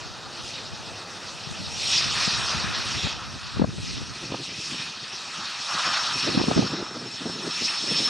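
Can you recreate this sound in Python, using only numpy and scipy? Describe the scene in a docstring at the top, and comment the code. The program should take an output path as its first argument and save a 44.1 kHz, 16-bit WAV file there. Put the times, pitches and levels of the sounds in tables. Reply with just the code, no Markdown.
"""Jet across a windy field

A small twin-engined jet rolls along a runway: broad hiss, a far low roar, and fan whine that drifts
down in pitch as it draws level. Moving air bends the sound along the ground, so it swells and fades.
Gusts buffet the two ports of a microphone; halfway the bass turns thinner and nearly mono."""
import sys
import numpy as np
from scipy import signal
from scipy.fft import rfft, irfft, next_fast_len
from scipy.io import wavfile
from scipy.ndimage import uniform_filter1d, map_coordinates

SR = 44100
rng = np.random.default_rng(int(sys.argv[2]) if len(sys.argv) > 2 else 0)


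def master_out(mix):
    """Clip the mix to full scale and print it as 16-bit PCM to the path in sys.argv[1]."""
    frames = np.transpose(np.atleast_2d(mix))
    ceiling = np.clip(frames, -1, 1)
    pcm = np.round(ceiling * 32767).astype(np.int16)
    wavfile.write(sys.argv[1], SR, pcm)


N = 356769


def amp(db):
    """dB to gain."""
    return 10 ** (np.asarray(db) / 20)


def unit(x):
    """Scale to rms 1."""
    return x / np.sqrt(np.mean(x ** 2) + 1e-20)


def along(points, hz):
    """Interpolate (freq_hz, value) points on a log axis."""
    freqs, values = np.transpose(points)
    return np.interp(np.log(hz + 1), np.log(freqs + 1), values)


def curve(points, t=None):
    """Interpolate (time_s, value) points at t, or at every sample."""
    times, values = np.transpose(points)
    return np.interp(np.arange(N) / SR if t is None else t, times, values)


def wobble(rate_hz):
    """Smooth random curve, rate_hz knots a second."""
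    knots = rng.standard_normal(int(N * rate_hz / SR) + 4)
    return map_coordinates(knots, [np.arange(N) * rate_hz / SR])


def filtered(x, response):
    """Apply a gain given as a function of Hz."""
    size = next_fast_len(N + 8192)
    return irfft(rfft(x, size) * response(np.fft.rfftfreq(size, 1 / SR)), size)[..., :N]


def coloured(x, spectrum):
    """Apply a (freq_hz, gain_db) spectrum; white noise keeps its rms."""
    norm = np.sqrt(np.mean(amp(along(spectrum, np.arange(SR // 2))) ** 2))
    return filtered(x, lambda f: amp(along(spectrum, f)) / norm)


def step(hz, corner_hz, octaves):
    """Smooth rise from 0 below the corner to 1 above."""
    return .5 + .5 * np.tanh(np.log2((hz + 1) / corner_hz) / octaves)


def stereo(mid, side):
    """Mid and side to left and right."""
    return np.array([mid + side, mid - side])


def turbulence(shape, bins, frames):
    """Random field of rms 1, smoothed over frequency and time."""
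    field = uniform_filter1d(rng.standard_normal(shape), size=bins, axis=0)
    return unit(uniform_filter1d(field, size=frames, axis=1))


# Swell of the arriving hiss: time_s, level_db
HISS_SWELL = [(0, -41), (.3, -43), (.55, -36), (.7, -42.5), (1.71, -38), (1.94, -23.5), (2.12, -30),
              (2.2, -25), (2.3, -27), (2.43, -27), (2.68, -32), (3.02, -30), (3.13, -34), (3.18, -40),
              (3.6, -41), (3.66, -48), (3.76, -41), (3.92, -35.5), (4.1, -41), (4.28, -37.5), (4.38, -40.5),
              (4.5, -36), (4.57, -39), (4.64, -33), (4.84, -33), (4.95, -39.5), (5.6, -34.5), (5.8, -28.5),
              (6.12, -30), (6.24, -27), (6.5, -34), (6.58, -31), (6.87, -41.5), (7.42, -37), (7.66, -28.5),
              (7.82, -31.5), (7.98, -27), (8.09, -28.5)]
# Swell of its low band: time_s, level_db
BODY_SWELL = [(0.0, -46), (0.02, -44), (1.78, -44.5), (1.94, -38), (2.41, -31), (3.45, -42.5), (3.65, -43),
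              (3.67, -50.5), (3.99, -43), (4.6, -48.5), (4.71, -40.5), (5.04, -45.5), (5.41, -37),
              (5.57, -41), (5.77, -26), (6.33, -36.5), (6.69, -36.5), (7.1, -44.5), (8.09, -36)]
# Hiss spectrum: freq_hz, gain_db
HISS_SPECTRUM = [(290, -54), (500, -20), (1000, -5.5), (1700, -5.5), (3400, -2), (5540, -1.5),
                 (7300, -13.5), (8550, -15), (11600, -34), (13000, -55), (16000, -70)]
# Steady peaks and a dip in it: centre_hz, width_hz, gain_db
HISS_HUMPS = [(1282, 124, 4.5), (2240, 206, -5), (2493, 197, 5), (3780, 120, 3), (4290, 120, 2.5)]
# Side of the hiss against its mid, at the start: freq_hz, gain_db
HISS_SPREAD = [(500, -20), (1500, -58), (2250, -15.5), (3200, -38.5), (6000, -23.5), (8500, -10.5),
               (15000, -26)]


def jet_hiss(treble_lead_s=0.048, treble_swing=0.99, treble_memory_s=0.3, treble_sag=0.14):
    """Inlet and exhaust noise; turbulence on the path adds patches and short flickers."""
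    hz, t, spectra = signal.stft(rng.standard_normal((2, N)), SR, nperseg=512)
    hz = hz[:, None]
    level_db = curve(HISS_SWELL, t)
    body_db = curve(BODY_SWELL, t) + 7 - level_db
    # The treble swells early and sinks after a surge.
    early_db = treble_swing * (curve(HISS_SWELL, t + treble_lead_s) + 34)
    sag_db = treble_sag * (curve(HISS_SWELL, t - treble_memory_s) + 34)
    treble_db = early_db - sag_db - 36.8 - level_db
    lift_db = body_db * (1 - step(hz, 1850, 0.25)) + treble_db * step(hz, 6200, 0.3)
    patches_db = 2.03 * turbulence(spectra.shape[1:], bins=12, frames=8)
    flicker = turbulence(spectra.shape[1:], bins=45, frames=5)
    surge = np.clip((level_db + 52) / 20, 0, 2)
    flicker_db = 1.45 * flicker * surge * step(hz, 3200, 0.32)  # short waves scatter most
    spectra *= amp(level_db + lift_db + patches_db + flicker_db)
    spectra[1] *= amp(-.4 * t)  # the image narrows as the jet comes square to the ports
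    mid_side = signal.istft(spectra, SR, nperseg=512)[1][:, :N]

    def response(f):
        humps_db = sum(db * np.exp(-((f - centre) / width) ** 2) for centre, width, db in HISS_HUMPS)
        mid_db = along(HISS_SPECTRUM, f) + humps_db
        return amp([mid_db, mid_db + along(HISS_SPREAD, f)])

    return amp(9.5) * stereo(*filtered(mid_side, response))


# Whine gain on top of the hiss swell: time_s, gain_db
WHINE_GAIN = [(0, -29), (1.8, -11.5), (2.4, -14.5), (5.52, -14), (5.64, -6.5), (6.1, -7.5), (6.4, -8.5),
              (6.9, -4.5), (7.7, -4.5), (8.09, -1)]
# Tones on the same shaft, against the blade tone: pitch_ratio, level_db, slope_db_per_s
SHAFT_TONES = [(.956, -3, -2), (1.236, -15, -.6), (1.468, -19, -1), (1.493, -14, -3)]


def fan_whine(start_hz=5655, fall_hz_per_s=37.6):
    """Blade tones fall as the jet draws level; each twinkles on its way through moving air."""
    t = np.arange(N) / SR
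    cycles = np.cumsum(start_hz - fall_hz_per_s * t) / SR

    def tone(ratio, blur):
        scatter = 1 + blur * (wobble(55) + 1j * wobble(55))
        return unit(np.real(np.exp(2j * np.pi * ratio * cycles) * scatter))

    blade = tone(1, blur=.7)
    shaft = sum(amp(db + slope * t) * tone(ratio, blur=1) for ratio, db, slope in SHAFT_TONES)
    return amp(curve(HISS_SWELL) + curve(WHINE_GAIN) + 2) * (blade + shaft)


# Single hard eddies: centre_s, level_db, pitch_hz, snap_db
HARD_EDDIES = [(1.474, -28.5, 143, -18), (2.28, -19, 187, -11), (2.551, -23, 158, -27),
               (2.645, -22.5, 176, -24), (3.071, -23.5, 260, -2), (3.572, -24, 150, -9),
               (3.598, -11.5, 270, -13), (3.621, -9, 212, -9), (3.644, -13.5, 207, -6.5),
               (3.692, -22, 160, -28), (3.784, -23.5, 141, -14), (4.322, -28.5, 250, 4),
               (4.345, -22, 330, 1.5), (6.301, -26, 220, 0), (6.351, -19, 250, -13), (6.377, -8, 220, -13),
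               (6.398, -19.5, 240, 1), (6.415, -13.5, 275, -10), (6.441, -18, 254, -4),
               (6.486, -13.5, 250, -8), (6.514, -18.5, 273, 3), (6.567, -12.5, 210, -16),
               (6.579, -7.5, 302, -13), (6.594, -6, 220, -19), (6.625, -23, 292, 1),
               (6.828, -20, 338, -8.5), (7.298, -23.5, 260, -6)]


def eddy_thumps(swing_cycles=0.78, snap_s=0.0047):
    """A hard eddy is a short pressure swing with a rough snap; it meets the ports out of step."""
    half = SR // 40
    t = np.arange(-half, half) / SR
    swings, snaps = np.zeros((2, 2, N + SR))
    split = np.array([[.5], [-.5]])  # left, right
    draws = rng.uniform(-1.48, 1, size=(len(HARD_EDDIES), 2))
    _, _, side_db, lean_db = stereo_image()
    for (centre_s, db, hz, snap_db), (offset, slip) in zip(HARD_EDDIES, draws):
        centre = round(centre_s * SR)
        span = slice(centre - half, centre + half)
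        width = min(2 * amp(side_db[centre]), 1)
        gain = amp(db + width * lean_db[centre] * split)
        phase = np.pi * offset + np.sign(slip) * np.pi / 2 * width * split
        envelope = np.exp(-(t * hz / swing_cycles) ** 2)
        swings[:, span] += gain * envelope * np.cos(2 * np.pi * hz * t + phase)
        snaps[:, span] += gain * amp(snap_db) * np.exp(-(t / snap_s) ** 2)
    mid, side = rng.standard_normal((2, N))
    rough = stereo(mid, amp(np.minimum(side_db + 8, 0)) * side)
    snap_spectrum = [(250, -5), (500, 1), (1100, -6), (2000, -25.5), (6000, -120)]
    return amp(-1) * swings[:, :N] + amp(-6.5) * coloured(snaps[:, :N] * rough, snap_spectrum)


# Soft eddy spectrum: freq_hz, gain_db
EDDY_SPECTRUM = [(20, -34), (60, -4.5), (120, -1), (220, -6.5), (350, -11.5), (600, -23.5), (2000, -120)]
# Sharp edge of hard eddies: freq_hz, gain_db
EDGE_SPECTRUM = [(100, -40), (250, 6.5), (450, 1), (900, -8), (1600, -42), (5000, -120)]


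def wind_buffeting():
    """Eddies burst on the ports a few cycles at a time; the harder they come, the sharper their edge."""
    wind_db = wind_strength()
    bass_db, low_side_db, high_side_db, _ = stereo_image()
    shared_lumps = wobble(50)
    lumps_db = 3.8 * shared_lumps + 2.1 * np.array([wobble(40), wobble(60)])
    soft_gain = amp(wind_db - 1.5) * unit(amp(lumps_db))
    edge_db = wind_db - 14 + 0.24 * (wind_db + 21.5) - 0.43 * bass_db
    edge_gain = amp(edge_db) * unit(amp(1.7 * lumps_db))
    soft = coloured(soft_gain * rng.standard_normal((2, N)), EDDY_SPECTRUM)
    edge = coloured(edge_gain * rng.standard_normal((2, N)), EDGE_SPECTRUM)
    mid, side = soft + edge
    bass = filtered(mid, lambda f: 1 - step(f, 137.4, 0.47))
    low_side = filtered(side, lambda f: 1 - step(f, 270, 0.23))
    mid = mid - bass + amp(bass_db) * bass
    side = amp(low_side_db) * low_side + amp(high_side_db) * (side - low_side)
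    return stereo(mid, side)


# Breeze on the ports: time_s, level_db
BREEZE = [(0, -51.5), (1.4, -55), (2.1, -41), (3.1, -43), (3.5, -47.5), (3.8, -37.5), (4.15, -42.5),
          (4.5, -42), (5.0, -44), (5.5, -53.5), (6.2, -45), (6.7, -29), (7.0, -42), (8.09, -41)]
# Gusts at full strength: start_s, hold_s, level_db
GUST_PEAKS = [(3.59, 0.039, -27), (4.23, .12, -32.5), (5.72, .2, -40.5), (6.25, .29, -26), (6.54, 0.1, -19),
              (7.02, 0.092, -34), (7.2, 0.28, -33), (7.84, .3, -32.5)]


def wind_strength(rise_db_per_s=400, fall_db_per_s=303, wander_db=3):
    """Level in dB of the unsteady breeze, or of a gust where that is stronger."""
    t = np.arange(N) / SR
    wind_db = curve(BREEZE) + wander_db * wobble(7)
    for start_s, hold_s, db in GUST_PEAKS:
        before_s = np.maximum(start_s - t, 0)
        after_s = np.maximum(t - start_s - hold_s, 0)
        wind_db = np.maximum(wind_db, db - rise_db_per_s * before_s - fall_db_per_s * after_s)
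    return wind_db


# Stereo image of the wind: start_s, mid_bass_db, low_side_db, high_side_db, left_lean_db
IMAGE_STAGES = [(0, 2, 6, -2, 7), (4.18, -11.5, -50, -21, -4), (6.2, -13, -37, -3, -0.5),
                (6.72, -27, -62, -62, -10.5)]


def stereo_image(fade_s=0.1):
    """Bass, width and lean hold through each stage, then fade into the next."""
    starts_s, *columns = np.transpose(IMAGE_STAGES)
    stage = np.searchsorted(starts_s, np.arange(N) / SR, "right") - 1
    held = np.array(columns)[:, np.maximum(stage, 0)]
    return uniform_filter1d(held, size=int(fade_s * SR) + 1, axis=1, mode="nearest")


# Far exhaust spectrum: freq_hz, gain_db
ROAR_SPECTRUM = [(40, -28), (100, 0), (250, -2.5), (500, -3), (900, -1.5), (1500, -44)]
# Far exhaust swell: time_s, level_db
ROAR_SWELL = [(0, -46), (3.1, -44), (3.4, -52), (5.6, -53.5), (8.09, -52)]


def exhaust_roar():
    """Low exhaust noise from across the field; its width follows the wind's image."""
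    mid, side = rng.standard_normal((2, N))
    _, _, side_db, _ = stereo_image()
    mid = coloured(mid, ROAR_SPECTRUM)
    side = amp(np.minimum(side_db, 0) - 14) * coloured(side, [(100, -32), (600, -1), (2500, -26.5)])
    return amp(curve(ROAR_SWELL) + 0.92 * wobble(3.18)) * stereo(mid, side)


def scene():
    """Jet and wind at the two ports."""
    return jet_hiss() + fan_whine() + exhaust_roar() + wind_buffeting() + eddy_thumps()


def record(dry, ceiling=.7, low_cut_hz=31, top_hz=15720):
    """The input stage adds faint hiss, rounds off the hardest gusts, cuts deep bass and high treble."""
    noisy = dry + amp(-84) * rng.standard_normal(dry.shape)
    rounded = noisy / (1 + np.abs(noisy / ceiling) ** 4) ** (1 / 4)
    return filtered(rounded, lambda hz: (hz < top_hz) * step(hz, low_cut_hz, 0.68))


dry = scene()
out = record(dry)
master_out(out)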